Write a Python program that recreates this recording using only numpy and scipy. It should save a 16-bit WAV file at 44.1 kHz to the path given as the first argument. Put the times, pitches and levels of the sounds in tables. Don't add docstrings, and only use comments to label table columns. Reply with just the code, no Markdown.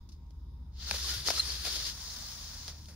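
import sys
import numpy as np
from scipy import signal
from scipy.fft import rfft, irfft
from scipy.io import wavfile

SR = 44100
rng = np.random.default_rng(int(sys.argv[2]) if len(sys.argv) > 2 else 0)


def master_out(mix):
    frames = np.transpose(np.atleast_2d(mix))
    ceiling = np.clip(frames, -1, 1)
    pcm = np.round(ceiling * 32767).astype(np.int16)
    wavfile.write(sys.argv[1], SR, pcm)


def invert_db(level):
    return 10 ** (np.asarray(level, dtype=float) / 20)


N = 130095
T = np.arange(N) / SR

# frequency in Hz, likeness from 0 to 1.
NEAR_LIKENESS = [(300, 0.99), (1000, 0.79), (2500, 0.52), (5000, 0.26), (12000, 0.17)]
# frequency in Hz, width in Hz, level in dB.
CLOD = [(435, 187, -2), (694, 300, 0), (1360, 650, -1), (2400, 1000, 0.5)]


def rms_one(x):
    return x / np.sqrt(np.mean(x ** 2) + 1e-20)


def in_time(rows):
    s, *columns = np.transpose(rows)
    return [np.interp(T, s, column) for column in columns]


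def at_hz(points, hz):
    point_hz, value = np.array(points)[:, :2].T
    return np.interp(np.log(hz), np.log(point_hz), value)


def drift(rate):
    r = np.exp(-80 * np.pi * rate / SR)
    noise = rng.standard_normal(N // 40 + 2002)
    slow = signal.lfilter([1], [1, -2 * r, r * r], noise)[2000:]
    return np.interp(np.arange(N) / 40, np.arange(len(slow)), rms_one(slow - slow.mean()))


def resonate(x, table):
    out = 0
    for k, (hz, width, db) in enumerate(table):
        r = np.exp(-np.pi * width / SR)
        poles = [1, -2 * r * np.cos(2 * np.pi * hz / SR), r * r]
        gain = (-1) ** k * invert_db(db) / np.sqrt(width)
        out = out + gain * signal.lfilter([1 - r * r, 0, r * r - 1], poles, x)
    return out


def grains(rate, spread_db):
    born = rng.random((2, N)) < rate / SR
    size = invert_db(spread_db * np.minimum(rng.exponential(1, (2, N)), 5))
    return rms_one(born * size * rng.choice([-1, 1], (2, N)) + 1e-18)


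def coloured(source, spectrum, likeness, patchy_db, patch_hz):
    lowest, highest = spectrum[0][0], 16200
    edges = np.geomspace(lowest, highest, 2 + int(4 * np.log2(highest / lowest)))
    out = 0
    for k, (low, high) in enumerate(zip(edges, edges[1:])):
        band = signal.butter(2, [low, high], "band", fs=SR, output="sos")
        mid, side = signal.sosfilt(band, source)
        hz = np.sqrt(low * high)
        alike = np.clip(at_hz(likeness, hz), 0, 1)
        gain = (-1) ** k * invert_db(at_hz(spectrum, hz) + patchy_db * drift(patch_hz))
        out = out + gain * (np.sqrt(1 + alike) * mid + np.sqrt(1 - alike) * side * [[1], [-1]])
    return out


def yard_air():
    # frequency in Hz, level in dB per Hz.
    yard = [(25, -14), (100, -16.5), (270, -26.5), (400, -40), (700, -48), (960, -42), (1800, -57),
            (15800, -65)]
    # frequency in Hz, likeness from 0 to 1.
    far_likeness = [(50, 0.93), (90, 0.96), (180, 0.91), (1000, 0.15), (8000, 0.052)]
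    hiss = coloured(rng.standard_normal((2, N)), yard, far_likeness, 1.76, 4.9)
    return invert_db(-54) * rms_one(hiss)


def leaves():
    # frequency in Hz, width in Hz, level in dB.
    rustle = [(3650, 250, 3), (5070, 370, 2.5), (6700, 600, -17)]
    return invert_db(-79 + 1.8 * drift(8.8)) * rms_one(resonate(rng.standard_normal((2, N)), rustle))


def engine():
    # start in seconds, firing pitch in Hz, level in dB.
    revs = [(0, 52, -55), (.3, 54.5, -50), (.5, 57.3, -44), (.64, 61.3, -47), (.96, 64.2, -41.5),
            (1.14, 64.2, -43), (1.27, 61.5, -53), (1.45, 63, -43.5), (1.57, 60.8, -42), (1.68, 58.3, -48),
            (1.88, 55.2, -48), (2.13, 51.7, -54), (2.33, 50.8, -54), (2.55, 43, -53), (2.75, 42, -66)]
    # multiple of the firing pitch, level in dB.
    orders = [(2, -27), (3, -29)]
    hz, db = in_time(revs)
    phase = 2 * np.pi * np.cumsum(hz) / SR + 1.38
    overtones = sum(invert_db(d + 2 * drift(3.4)) * np.sin(k * phase) for k, d in orders)
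    return np.sqrt(2) * invert_db(db) * (np.sin(phase) + overtones)


def compressor():
    # frequency in Hz, level in dB, wobble in dB, starting phase in radians.
    hum = [(37.5, -61, 1, 1.35), (74.8, -50, .5, 1.32), (113.4, -69, 2, 1.5), (150, -66, 2, 1.5)]
    # start in seconds, level change in dB.
    load = [(0, -1.5), (.15, 0.5), (.6, 2), (1.1, -1.5), (1.3, 0), (1.6, -2), (2.0, -4.5), (2.27, -7.5),
            (2.45, -1), (2.55, -5.5), (2.7, 2.5), (2.95, -1.5)]
    load_db, = in_time(load)
    out = np.zeros(N)
    for hz, db, wobble_db, start in hum:
        phase = 2 * np.pi * hz * T + 0.062 * drift(6.8) + start
        out += np.sqrt(2) * invert_db(db + load_db + wobble_db * drift(1.0)) * np.sin(phase)
    return out


def heel_thumps():
    # start in seconds, peak in dB, frequency in Hz, time to fall 60 dB in seconds.
    thumps = [
        (1.165, -39, 108, .2),
        (1.2, -44, 140, .25),
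        (.912, -42, 200, .1),
        (1.29, -44, 275, .1),
    ]
    out = np.zeros(N)
    for s, db, hz, t60 in thumps:
        age = np.maximum(T - s, 0)
        out += invert_db(db - 60 * age / t60) * np.sin(2 * np.pi * hz * age)
    return out


def far_whine():
    # multiple of the pitch, level in dB.
    lines = [(14, -92), (15, -89), (16, -81), (17, -92), (18, -90)]
    pitch_hz = 58.83
    return sum(invert_db(db + 5.5 + 2.0 * drift(5.6)) * np.sin(2 * np.pi * k * pitch_hz * T + k * k)
               for k, db in lines)


def neighbourhood():
    low = engine() + compressor() + heel_thumps() + far_whine()
    return leaves() + low * invert_db([[.3], [-.3]]) + yard_air()


def whir():
    # start in seconds, level in dB.
    spin = [
        (1.9, -54),
        (1.97, -47.5),
        (2.19, -45.5),
        (2.4, -48.5),
        (2.66, -49),
        (2.705, -49),
        (2.73, -57.5),
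        (2.84, -60),
        (2.95, -66),
    ]
    # frequency in Hz, level in dB per Hz.
    hiss_colour = [(400, -23.5), (680, -23.5), (950, -18), (2800, -20.5), (5000, -6.5), (7000, -12.5),
                   (12500, -28), (15800, -23)]
    # frequency in Hz, level in dB relative to the hiss.
    gear_lines = [(5472, -13), (6467, -27), (7600, -29)]
    gear_hz = 32.3
    db, = in_time(spin)
    db = db - 40 * (T < spin[0][0])
    whistles = sum(invert_db(d + 3.0 * drift(3.0)) * np.sin(2 * np.pi * hz * T + 1.8 * drift(6.0))
                   for hz, d in gear_lines)
    pulse_db = 0.5 * np.cos(2 * np.pi * gear_hz * T) + 0.37 * np.cos(4 * np.pi * gear_hz * T)
    hiss = rms_one(coloured(grains(9000, 2.8), hiss_colour, NEAR_LIKENESS, 0.89, 11.0))
    return invert_db(db + 3.0 + pulse_db) * (hiss + whistles)


def squeaks():
    # start in seconds, peak in dB, pitch in Hz, length in seconds.
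    stone_squeaks = [
        (1.394, -19, 4163, 0.0087),
        (1.5, -37, 4150, .004),
        (1.365, -34, 4100, 0.0065),
        (1.2, -37.5, 3600, 0.0025),
        (2.1, -37, 4200, .003),
        (1.2, -44, 4600, 0.0077),
        (1.375, -34, 4200, .004),
        (1.5, -27, 4600, 0.0023),
    ]
    rubs = [
        (1.042, -46, 1100, .012),
        (1.11, -48, 1440, .045),
        (1.087, -45, 3000, .014),
        (1.37, -48, 1300, .03),
    ]
    # frequency in Hz, level in dB.
    modes = [(1300, -27), (2780, -18), (5370, -25), (8250, -15.5), (9460, -22), (10800, -26)]
    rise_s, t60_s, octave_db = 0.0034, 0.024, -40
    out = np.zeros(N)
    for s, db, hz, length in stone_squeaks + rubs:
        age = np.maximum(T - s, 0)
        shape = np.minimum(age / rise_s, 1) * invert_db(db - 60 * np.maximum(age - length, 0) / t60_s)
        out += shape * (np.sin(2 * np.pi * hz * age) + invert_db(octave_db) * np.sin(4 * np.pi * hz * age))
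    s, db, _, _ = stone_squeaks[0]
    age = np.maximum(T - s - .002, 0)
    shake = np.minimum(age / 0.0016, 1) * invert_db(db - 60 * np.maximum(age - .004, 0) / .02)
    out += shake * sum(invert_db(d + 3.0 * drift(150)) * np.sin(2 * np.pi * hz * age) for hz, d in modes)
    return out * invert_db(0.8 * drift(200)) * invert_db([[-.6], [.6]])


def stones():
    # start in seconds, peak in dB.
    strikes = [
        (.9102, -24),
        (1.6515, -42),
    ]
    # frequency in Hz, width in Hz, level in dB.
    ring = [(1600, 450, -3), (2500, 600, .5), (4400, 400, -2)]
    knocks = np.zeros(N)
    for s, db in strikes:
        at = ((s + np.array([0, .0011, .0021])) * SR).astype(int)
        knocks[at] = invert_db(db + 46) * np.array([1, -1, .8])
    return resonate(knocks, ring)


def ticks():
    # start in seconds, peak in dB, dull part in dB relative to it.
    contacts = [(.0905, -52, -20), (.3065, -53, -12), (.9104, -24, -4), (.9116, -23, -4), (1.2752, -24, -8),
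                (1.2858, -26, 0), (1.3030, -18, -8), (1.3043, -20, -2), (1.3062, -21, -6),
                (1.6512, -28, -12), (1.6524, -23, -10), (1.6553, -25, -10), (1.6695, -28, -6),
                (1.6715, -27, -8), (1.6755, -30, -4), (1.682, -29, -12), (2.6803, -25, -18),
                (2.6828, -38, -8), (2.858, -40, -30), (2.8905, -45, -10), (2.909, -49, -5)]
    # frequency in Hz, width in Hz, level in dB.
    ring = [(3100, 800, -4), (4600, 1100, 0), (6100, 1600, -4), (10000, 3500, -10)]
    s, db, dull_db = np.transpose(contacts)
    unit = np.arange(400) == 0
    out = 0
    for body, level_db in ((ring, db), (CLOD, db + dull_db)):
        clicks = np.full(N, 1e-18)
        clicks[(s * SR).astype(int)] = invert_db(level_db)
        out = out + resonate(clicks, body) / np.abs(resonate(unit, body)).max()
    return out


def cracks():
    # start in seconds, peak in dB, dull part in dB relative to it, time to fall 60 dB in seconds.
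    breaks = [(0.089, -48, -19, 0.075), (0.118, -56.5, -17, 0.17), (.1225, -58, -19, 0.039),
              (.265, -64, -20, .015), (.3065, -56, -8, 0.028), (0.9099, -20, -5, 0.029),
              (0.94, -33.5, -2, 0.045), (1.2622, -28.5, -24, 0.071), (1.272, -25, -14.5, .04),
              (1.2846, -24.5, 4, 0.016), (1.2896, -25.5, -25, 0.047), (1.3022, -19.5, -6.5, 0.04),
              (1.334, -34, -1, 0.042), (1.379, -30, -8.5, 0.075), (1.6488, -30.5, -26, 0.048),
              (1.6663, -37.5, -3.5, 0.1), (1.677, -39, -5, 0.053), (1.761, -31.5, -10, 0.09),
              (1.864, -29.5, -30, 0.15), (2.6794, -31, -10, 0.028), (2.683, -42.5, -9, 0.069),
              (2.6956, -47, -4.5, 0.069), (2.72, -59, 1.5, .5), (2.858, -50, -25, .02),
              (2.882, -53, -28, .08), (2.884, -50, -2.5, 0.3)]
    # frequency in Hz, level in dB per Hz.
    snap = [(2600, -8.5), (3500, -9), (5000, 1), (7000, -7.5), (10000, -12.5), (15800, -33)]
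    bright, dull, contacts = np.zeros(N), np.zeros(N), grains(12000, 2.1)
    plain_bright = np.std(coloured(contacts, snap, NEAR_LIKENESS, 0, 5))
    plain_dull = np.std(resonate(contacts[0], CLOD))
    for s, db, dull_db, t60 in breaks:
        age = np.maximum(T - s, 0)
        shape = (T >= s) * np.minimum(age / 0.00026, 1) * invert_db(db - 60 * age / max(t60, .004))
        bright += shape
        dull += shape * invert_db(dull_db)
        contacts[0, int((s + .0005) * SR)] = invert_db(8.5)
    splinters = coloured(contacts * bright, snap, NEAR_LIKENESS, 0, 5) / plain_bright
    body = resonate(contacts[0] * dull, CLOD) / plain_dull
    return invert_db(-6.5) * splinters + invert_db(-5.0) * body


def grit():
    # start in seconds, level in dB.
    bite = [(.72, -79), (.765, -61.5), (.82, -45.5), (.98, -39.5), (1.03, -42.5), (1.09, -36), (1.17, -40),
            (1.235, -46), (1.28, -32.5), (1.32, -37.5), (1.385, -35.5), (1.42, -40.5), (1.5, -39),
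            (1.63, -44.5), (1.67, -34.5), (1.7, -41), (1.75, -37), (1.845, -42), (1.87, -38), (1.9, -39.5)]
    # frequency in Hz, level in dB per Hz.
    sand_colour = [(300, -15), (650, -23), (1000, -19), (1500, -14.5), (2500, -15), (4600, -3),
                   (7000, -10.5), (15800, -27)]
    # frequency in Hz, width in Hz, level in dB.
    shaft = [(675, 60, -32), (1420, 60, -34), (4166, 70, -34), (5790, 90, -31)]
    release_db_per_s = 450
    db, = in_time(bite)
    db = db - 40 * (T < bite[0][0]) - release_db_per_s * np.maximum(T - bite[-1][0], 0)
    sand = grains(7000 * invert_db(1.5 * drift(25)), 2)
    body = rms_one(coloured(sand, sand_colour, NEAR_LIKENESS, 1.3, 12.5))
    ringing = 12 * resonate(sand[0] * invert_db(2.5 * drift(12)), shaft)
    return invert_db(db + 2.5 + 0.5 * drift(23)) * (body + ringing)


def edged(x):
    # start in seconds, level change in dB.
    edge = [(.78, -6.5), (.84, -7), (.9, 1), (1.38, 1), (1.41, 2), (1.47, 1.5), (2.75, -1), (2.86, 3),
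            (2.9, 11), (2.95, 5)]
    band = signal.butter(2, [7500, 14000], "band", fs=SR, output="sos")
    return x + (invert_db(in_time(edge)[0]) - 1) * signal.sosfiltfilt(band, x)


def left_port(x):
    # frequency in Hz, phase the left leads by in radians.
    ports = [(0, 0), (1500, 0.46), (2300, -1.4), (3900, -1.62), (5250, -1.5), (8180, -6.5), (12500, -9.5),
             (16500, -12.5)]
    # frequency in Hz, level the left gains in dB.
    body_shadow = [(200, -1.5), (700, 2), (2400, -0.5), (4400, 0.5), (8100, -5.5), (10500, 0.5),
                   (15000, -1.5)]
    size = N + 905
    hz = np.fft.rfftfreq(size, 1 / SR)
    lead = np.interp(hz, *np.transpose(ports))
    shadow = invert_db(at_hz(body_shadow, hz + 1))
    return irfft(rfft(x, size) * np.exp(1j * lead) * shadow, size)[:N]


def scene():
    left_louder_db, wall_db = 3.5, -18.5
    wall = int(.018 * SR)
    drill = edged(grit() + whir()) + cracks() + stones()
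    drill = drill * invert_db(np.array([[.5], [-.5]]) * left_louder_db)
    echo = invert_db(wall_db) * signal.lfilter([.6], [1, -.4], drill[::-1])
    drill[:, wall:] += echo[:, :N - wall]
    heard = np.array([left_port(drill[0]), drill[1]])
    return heard + ticks() * invert_db([[1.5], [-1.5]]) + squeaks() + neighbourhood()


def band_limit(x):
    return signal.sosfilt(signal.butter(12, 16920, fs=SR, output="sos"), x)


def record(dry):
    # frequency in Hz, width in Hz, level in dB.
    mic = [(3480, 460, 2), (5100, 790, 3), (6470, 520, 4), (8140, 1490, -10), (9280, 1200, 3.5),
           (15340, 890, 9), (4180, 300, -0.5)]
    dry = np.pad(dry, ((0, 0), (4000, 0)), "reflect", reflect_type="odd")
    for hz, width, db in mic:
        w, a = 2 * np.pi * hz / SR, invert_db(db / 2)
        k = np.pi * width / SR
        zeros = [1 + k * a, -2 * np.cos(w), 1 - k * a]
        poles = [1 + k / a, -2 * np.cos(w), 1 - k / a]
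        dry = signal.lfilter(zeros, poles, dry)
    dry = signal.sosfilt(signal.ellip(12, .5, 60, 15720, fs=SR, output="sos"), dry)
    dry = signal.sosfilt(signal.butter(3, 30, "high", fs=SR, output="sos"), dry)
    return band_limit(dry[:, -N:] * np.minimum(T / 0.0114, 1))


dry = scene()
out = record(dry)
master_out(out)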